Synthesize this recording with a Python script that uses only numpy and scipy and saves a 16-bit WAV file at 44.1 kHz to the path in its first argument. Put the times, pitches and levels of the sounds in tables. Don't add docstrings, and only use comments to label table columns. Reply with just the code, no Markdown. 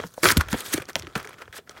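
import sys
import numpy as np
from scipy import signal
from scipy.fft import rfft, irfft, next_fast_len
from scipy.io import wavfile
from scipy.ndimage import uniform_filter1d

SR = 44100
rng = np.random.default_rng(int(sys.argv[2]) if len(sys.argv) > 2 else 0)


def waveform_to_disk(signal):
    frames = np.transpose(np.atleast_2d(signal))
    scaled = np.clip(frames, -1, 1) * 32767
    samples = np.round(scaled).astype(np.int16)
    wavfile.write(sys.argv[1], SR, samples)


N = 79380

# time in seconds, the shell's rasp in dB, the fibres' fizz in dB.
SEAM_LEVELS = [(.222, -76, -49), (.2305, -39, -28), (.232, -13.5, -22), (.24, -17.5, -21.5),
               (.25, -20.5, -21), (.258, -10.5, -23.5), (.265, -16.5, -21.5), (.278, -22, -23),
               (.288, -24, -25), (.299, -18, -21.5), (.309, -24, -23), (.323, -22, -19.5), (.326, -30, -37),
               (.345, -39, -48)]
# frequency in Hz, level in dB.
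RASP_TONE = [(60, -28), (200, -2), (400, 5), (750, -8.5), (1100, 0.5), (1400, 6), (2200, -3.5), (3200, -12),
             (5500, -21), (9000, -51), (16000, -66)]
FIZZ_TONE = [(500, -48), (2000, -18.5), (4000, 0.5), (6000, 1), (8500, 0), (12000, -3), (16000, -5)]
def seam_rip():
    rasp, fizz = fades(SEAM_LEVELS)
    rasp *= slips(per_second=3300, spread_db=5.5, friction=0.43)
    fizz *= slips(per_second=3200, spread_db=1, friction=0.25)
    return colour(rasp, RASP_TONE, shell=True) + colour(fizz, FIZZ_TONE)


# start in seconds, level in dB,
# pitch in Hz, then the crack and the shell's answer, both in dB relative to that level.
SNAP_EVENTS = [(0.038, -18.5, 1390, -31, -40), (0.232, -13, 1580, -2, -21), (.2419, -13, 890, -10, -16),
               (0.2551, -2, 1300, -14, -13), (.2569, -5.5, 1330, -11, -9), (0.2875, -1, 3140, -7, -25),
               (0.3042, -1.5, 1620, -11.5, -18), (.316, -4, 4800, -17, -23), (0.3703, -4, 3500, -27, -20),
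               (0.5295, -25.5, 3470, 9.5, 1), (0.7784, -23, 1670, -3, -7), (0.855, -32.5, 4140, -10, -23),
               (0.8891, -25, 5550, -11, -17), (.932, -38, 5170, -1, -17), (0.9557, -3.5, 2700, -12, -21),
               (0.9645, -23, 1960, -16, -17), (0.9966, -25, 2580, -4, -24), (1.0227, -21, 3280, -18, -21.5),
               (1.0304, -33, 2900, -10, -10), (1.0483, -32, 2850, -28, -14), (1.0696, -26, 2480, -15, -9),
               (1.0748, -35, 4400, -10, -22), (1.1535, -18, 5400, -11, -6.5),
               (1.156, -18, 1510, -25, -12.5), (1.1559, -15, 2700, -19, -30), (1.214, -28, 1400, -18, -20),
               (1.2461, -25, 1630, -20, -20), (1.2734, -26, 1450, -7, -12), (1.3414, -28, 1850, -18, -14),
               (1.42, -21.5, 1790, -30, -16), (1.4213, -27, 2130, -22, -10),
               (1.4784, -31.5, 1300, -28, -11), (1.527, -39, 3500, -3, -22), (1.6945, -22, 5400, -16, -18)]
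# multiple of its pitch, level in dB.
FACET_NOTES = [(.68, -9), (1.03, -1), (1.42, -7.5), (2.2, -20.5)]
# frequency in Hz, level in dB, seconds to fade by 60 dB.
DOME_NOTES = [(1796, -30, 0.016), (2090, -13.5, 0.019), (3050, -20.5, 0.027), (3200, -16.5, 0.012),
              (3960, -21.5, 0.012), (4440, -15, .012), (5520, -20, 0.0082), (6570, -18.5, .014)]
# frequency in Hz, level in dB.
CRACK_TONE = [(500, -28), (2000, -2.5), (4000, -4.5), (6000, 7.5), (8500, -7), (10500, -3.5), (16000, -13)]
ANSWER_TONE = [(60, -21), (200, -9), (500, -2.5), (850, 0), (1400, 3), (2200, -2), (3500, -21),
               (6000, -16.5), (10000, -25), (16000, -39.5)]
def shell_snaps():
    facet_cycles, crack_s, answer_s = 6.5, 0.0047, 0.027
    reach_octaves = 1.1
    out, answer, t = np.zeros(N), np.zeros(N), np.arange(SR // 16) / SR
    for start, db, hz, crack_db, answer_db in SNAP_EVENTS:
        crack_noise, answer_noise = rng.standard_normal((2, len(t)))
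        facet = sum((-1) ** k * amp(level) * np.sin(2 * np.pi * hz * ratio * t)
                    for k, (ratio, level) in enumerate(FACET_NOTES))
        facet *= amp(-60 * t * hz / facet_cycles) * (1 - np.exp(-t * hz / 0.3))
        dome = np.zeros(len(t))
        for note_hz, level, fade_s in DOME_NOTES:
            nearness = np.exp(-(np.log2(note_hz / hz) / reach_octaves) ** 2)
            note = np.sin(2 * np.pi * (note_hz * t + rng.random()))
            dome += nearness * amp(level - 60 * t / fade_s) * note
        dome *= 1 - np.exp(-t * hz)
        crack = colour(amp(crack_db - 60 * t / crack_s) * crack_noise, CRACK_TONE)
        add(out, start, amp(db) * (1.51 * facet + dome + crack))
        add(answer, start, amp(db + answer_db - 60 * t / answer_s) * answer_noise)
    return out + colour(answer, ANSWER_TONE, shell=True)


# time of the peak in seconds, level in dB,
# seconds to rise by 20 dB, seconds to fall by 20 dB, treble in dB relative to the level.
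CRUNCH_EVENTS = [(.001, -28, 0.0027, 0.0047, -21), (.038, -37, 0.017, .014, -15),
                 (0.14, -48.5, .002, 0.013, 3), (.181, -54, 0.0035, 0.011, 6),
                 (.371, -18, 0.00077, 0.0045, 2), (.378, -20, 0.0074, 0.0024, 4),
                 (0.399, -26.5, 0.0036, 0.0064, -21), (0.4109, -17, 0.0075, 0.0084, -9),
                 (0.486, -23.5, 0.0025, 0.0061, -16), (0.528, -21.5, 0.00067, 0.0061, -5),
                 (0.607, -32.5, 0.0017, 0.0013, 9), (0.8, -33.5, 0.0024, 0.018, -12),
                 (.821, -30.5, 0.0032, 0.0093, -10.5), (.889, -33, 0.0098, 0.0084, -9.5),
                 (0.897, -34.5, .005, 0.018, -5.5), (0.963, -38.5, 0.0018, 0.0072, 5.5),
                 (.993, -47, 0.017, 0.012, 7), (1.1546, -21.5, 0.0019, 0.026, -15.5),
                 (1.164, -40, 0.0015, 0.0079, -3), (1.176, -32.5, 0.0012, 0.012, -4),
                 (1.2, -32.5, 0.013, 0.018, -16), (1.229, -37, .002, .005, -5),
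                 (1.25, -36, 0.0037, .01, -9.5), (1.293, -34, .005, 0.0066, -9.5),
                 (1.308, -37.5, 0.0037, 0.0046, -21), (1.331, -42.5, .004, 0.013, -10.5),
                 (1.385, -44, 0.011, 0.032, -12.5), (1.419, -38.5, 0.019, 0.022, -13.5),
                 (1.456, -47, .003, 0.0059, -27), (1.667, -57, 0.0027, 0.018, -18),
                 (1.677, -43, .004, 0.0026, -23), (1.695, -44, 0.00093, 0.0044, -10),
                 (1.713, -46, 0.025, 0.02, -8), (1.778, -40, 0.039, 0.031, -18)]
# frequency in Hz, level in dB.
CREASE_TONE = [(60, -43), (200, -6), (500, 1.5), (850, -4), (1400, 3.5), (2200, -5.5), (3500, -12.5),
               (6000, -18.5), (10000, -41), (16000, -33)]
def shell_crunches():
    t, body, treble = np.arange(N) / SR, np.zeros(N), np.zeros(N)
    for peak, db, rise, fall, treble_db in CRUNCH_EVENTS:
        swell = amp(db - 20 * np.maximum((peak - t) / rise, (t - peak) / fall))
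        body += swell
        treble += swell * amp(treble_db)
    body *= slips(per_second=1800, spread_db=2, friction=0.27)
    treble *= slips(per_second=2400, spread_db=2, friction=0.24)
    return colour(body, CREASE_TONE, shell=True) + colour(treble, FIZZ_TONE)


# start in seconds, level in dB, middle pitch in Hz, seconds to fade by 60 dB.
THUMP_EVENTS = [(0, -14, 450, 0.0083), (0.038, -25, 524, 0.036), (.044, -29.5, 180, 0.074),
                (0.1777, -30.5, 1150, 0.011), (.179, -22.5, 556, 0.016), (0.233, -15.5, 367, 0.06),
                (0.24, -26.5, 180, 0.12), (.264, -26, 422, 0.065), (.318, -19, 255, 0.038),
                (0.27, -25.5, 106, 0.11), (0.321, -25, 110, 0.064), (.3665, -7, 181, 0.047),
                (0.377, -7.5, 77, 0.077), (0.378, -14, 52.3, 0.08), (.385, -23, 240, 0.047),
                (0.442, -32.5, 76.4, 0.28), (0.5303, -12, 206, 0.03), (0.5452, -14, 270, 0.027),
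                (0.539, -20.5, 91.5, 0.063), (.54, -24, 552, 0.047), (0.741, -13, 308, 0.029),
                (0.745, -30, 143, .07), (0.78, -17.5, 375, 0.023), (0.799, -39, 122, 0.087),
                (.9583, -25.5, 628, 0.049), (0.96, -26, 194, 0.017), (.98, -44, 92, 0.69),
                (1.033, -37.5, 375, 0.07), (1.035, -45, 163, 0.13), (1.073, -32.5, 313, 0.046),
                (1.16, -27.5, 490, 0.056), (1.161, -19.5, 147, 0.05), (1.16, -36, 74, 0.088),
                (1.211, -48, 99.4, 0.32), (1.254, -41, 478, 0.11), (1.48, -35.5, 456, 0.015),
                (1.486, -45, 104, 0.085), (1.586, -36.5, 438, 0.051), (1.695, -35.5, 440, 0.026),
                (1.78, -52, 475, 0.032)]
def card_thumps():
    rise_cycles, sag, roughness = 0.45, 0.12, 0.8
    out, t = np.zeros(N), np.arange(SR // 3) / SR
    for start, db, hz, fade_s in THUMP_EVENTS:
        pitch = hz * (1 + sag * (2 * np.exp(-t * hz / 2) - 1))
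        note = 1.344 * np.sin(2 * np.pi * np.cumsum(pitch) / SR)
        flutter_tone = [(hz / 4, -15), (hz, 0), (hz * 1.73, -7), (hz * 3, -32), (hz * 8, -60)]
        flutter = unit(colour(rng.standard_normal(len(t)), flutter_tone))
        loudness = amp(db - 60 * t / fade_s) * (1 - np.exp(-t * hz / rise_cycles))
        add(out, start, loudness * (note + roughness * flutter))
    return out


# time in seconds, rub in dB, hiss in dB.
LONG_STROKE = [(.494, -56, -53), (.503, -39, -43), (.521, -37.5, -36.5), (.545, -26.5, -53),
               (.556, -39.5, -48), (.585, -40.5, -38), (.61, -35.5, -39.5), (.635, -51, -50.5),
               (.66, -42, -35.5), (.68, -48.5, -41.5), (.718, -40, -41.5), (.732, -34.5, -25.5),
               (.741, -23.5, -18.5), (.747, -35.5, -38.5), (.765, -37, -40), (.779, -33.5, -39.5),
               (.789, -48, -46)]
SHORT_STROKE = [(1.526, -58, -62), (1.5275, -42.5, -53), (1.543, -45.5, -54), (1.56, -43.5, -42),
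                (1.583, -39.5, -42), (1.588, -43, -54), (1.605, -58, -72)]
# frequency in Hz, level in dB.
RUB_TONE = [(60, -26), (200, -3.5), (450, -1), (850, -1.5), (1600, 4.5), (2500, -2), (4000, -7),
            (7000, -22), (16000, -22)]
HISS_TONE = [(500, -30), (2000, -19), (3600, 2), (5200, -1.5), (7000, -2), (8500, -1), (10000, -3.5),
             (12500, -4), (16000, -9.5)]
def card_slides():
    rub, hiss = np.add(fades(LONG_STROKE), fades(SHORT_STROKE))
    rub *= slips(per_second=3400, spread_db=5, friction=0.62)
    hiss *= slips(per_second=3500, spread_db=5, friction=0.64)
    return colour(rub, RUB_TONE, shell=True) + colour(hiss, HISS_TONE)


# time in seconds, level in dB.
GRIP_LEVELS = [(0, -36), (.05, -47.5), (.09, -61), (.17, -62.5), (.22, -50.5), (.33, -51), (.36, -33),
               (.43, -42.5), (.46, -47.5), (.81, -46), (.85, -53.5), (.945, -57.5), (.97, -44.5),
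               (1.05, -52), (1.145, -51.5), (1.185, -49), (1.24, -46.5), (1.32, -49), (1.37, -57),
               (1.44, -58.5), (1.51, -59.5), (1.6, -67), (1.655, -80), (1.68, -55.5), (1.74, -59.5),
               (1.8, -54)]
BRUSH_LEVELS = [(0, -61), (.03, -64), (.07, -46.5), (.095, -61), (.12, -59), (.15, -63), (.17, -55),
                (.2, -51), (.225, -52)]
# frequency in Hz, level in dB.
GRIP_TONE = [(40, -6), (90, 3.5), (200, -0.5), (500, -0.5), (850, -4), (1400, 0), (2200, -11),
             (3500, -13.5), (7000, -16.5), (16000, -36)]
def handling():
    grip = fades(GRIP_LEVELS)[0] * slips(per_second=450, spread_db=1.5, friction=0.65)
    brush = fades(BRUSH_LEVELS)[0] * slips(per_second=900, spread_db=5, friction=0.6)
    return colour(grip, GRIP_TONE, shell=True) + colour(brush, FIZZ_TONE)


# frequency in Hz, seconds to fade by 60 dB.
ECHO_FADES = [(100, 0.16), (1500, 0.19), (5000, 0.16), (15000, 0.097)]
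def room_echo(sound):
    hz, t, bands = signal.stft(rng.standard_normal(SR // 2), SR, nperseg=256)
    bands *= amp(-60 * t / along(ECHO_FADES, hz)[:, None])
    tail = signal.istft(bands, SR, nperseg=256)[1]
    delayed = np.pad(tail / np.linalg.norm(tail), (SR // 250, 0))
    return signal.fftconvolve(sound, delayed)[:N]


# frequency in Hz, level in dB.
AIR_TONE = [(25, -32), (80, 4), (200, -6.5), (600, -11), (2000, -31), (16000, -28)]
def room_air():
    return colour(rng.standard_normal(N), AIR_TONE)


# frequency in Hz, width in Hz, relative strength in dB.
SHELL_NOTES = [(370, 42, 1), (660, 240, -10), (1269, 74, 1), (1330, 44, -1), (1470, 79, -2.5),
               (1637, 40, 0.5), (1870, 250, -3.5), (2330, 250, 2.5), (3310, 185, 6)]
def colour(sound, tone, shell=False, size=8192):
    freqs = np.fft.rfftfreq(size, 1 / SR)
    gain = amp(along(tone, freqs))
    if shell:
        peaks = sum(amp(db - 0.5) ** 2 / (1 + (2 * (freqs - hz) / width) ** 2)
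                    for hz, width, db in SHELL_NOTES)
        gain *= np.sqrt(1 + peaks)
    cepstrum = irfft(np.log(gain))
    cepstrum[1:size // 2] *= 2
    cepstrum[size // 2 + 1:] = 0
    response = irfft(np.exp(rfft(cepstrum)))[:size // 2]
    return signal.fftconvolve(sound, response / np.linalg.norm(response))[:len(sound)]


def slips(per_second, spread_db, friction, tone_spread_db=3.5):
    sizes = amp(spread_db * np.clip(rng.standard_normal(N), -2, 2)) * rng.choice([-1, 1], N)
    ticks = unit(sizes * (rng.random(N) < per_second / SR))
    bands = signal.stft(ticks + friction * rng.standard_normal(N), nperseg=128)[2]
    patches = uniform_filter1d(rng.standard_normal(bands.shape), size=3, axis=0)
    patches = uniform_filter1d(patches, size=5, axis=1)
    bands *= amp(tone_spread_db * np.clip(unit(patches), -2, 2))
    crackle = signal.istft(bands, nperseg=128)[1][:N]
    power = np.abs(uniform_filter1d(crackle ** 2, size=400))
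    return crackle / np.sqrt(power + 1e-6)


def fades(rows):
    times, *columns = np.transpose(rows)
    return [amp(np.interp(np.arange(N) / SR, times, db, left=-120, right=-120)) for db in columns]


def along(points, hz):
    freqs, values = np.transpose(points)
    return np.interp(np.log(hz + 1), np.log(freqs + 1), values)


def add(track, start, sound):
    i = max(round(start * SR), 0)
    track[i:i + len(sound)] += sound[:max(N - i, 0)]


def amp(db):
    return 10 ** (np.asarray(db) / 20)


def unit(x):
    return x / np.sqrt(np.mean(x ** 2) + 1e-20)


def scene():
    echo_db, air_db = -19.5, -61
    pack = seam_rip() + card_slides() + shell_crunches() + shell_snaps() + card_thumps() + handling()
    return (pack + amp(echo_db) * room_echo(pack) + amp(air_db) * room_air())[None]


def record(dry):
    low_cut_hz, top_hz = 32, 16100
    x = signal.sosfilt(signal.butter(N=2, Wn=low_cut_hz, btype="high", fs=SR, output="sos"), dry)
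    rounded = x / (1 + np.abs(x) ** 8) ** (1 / 8)
    size = next_fast_len(N + SR // 4)
    treble_cut = 1 + (np.fft.rfftfreq(size, 1 / SR) / top_hz) ** 160
    return irfft(rfft(rounded, size) / treble_cut, size)[..., :N]


dry = scene()
out = record(dry)
waveform_to_disk(out)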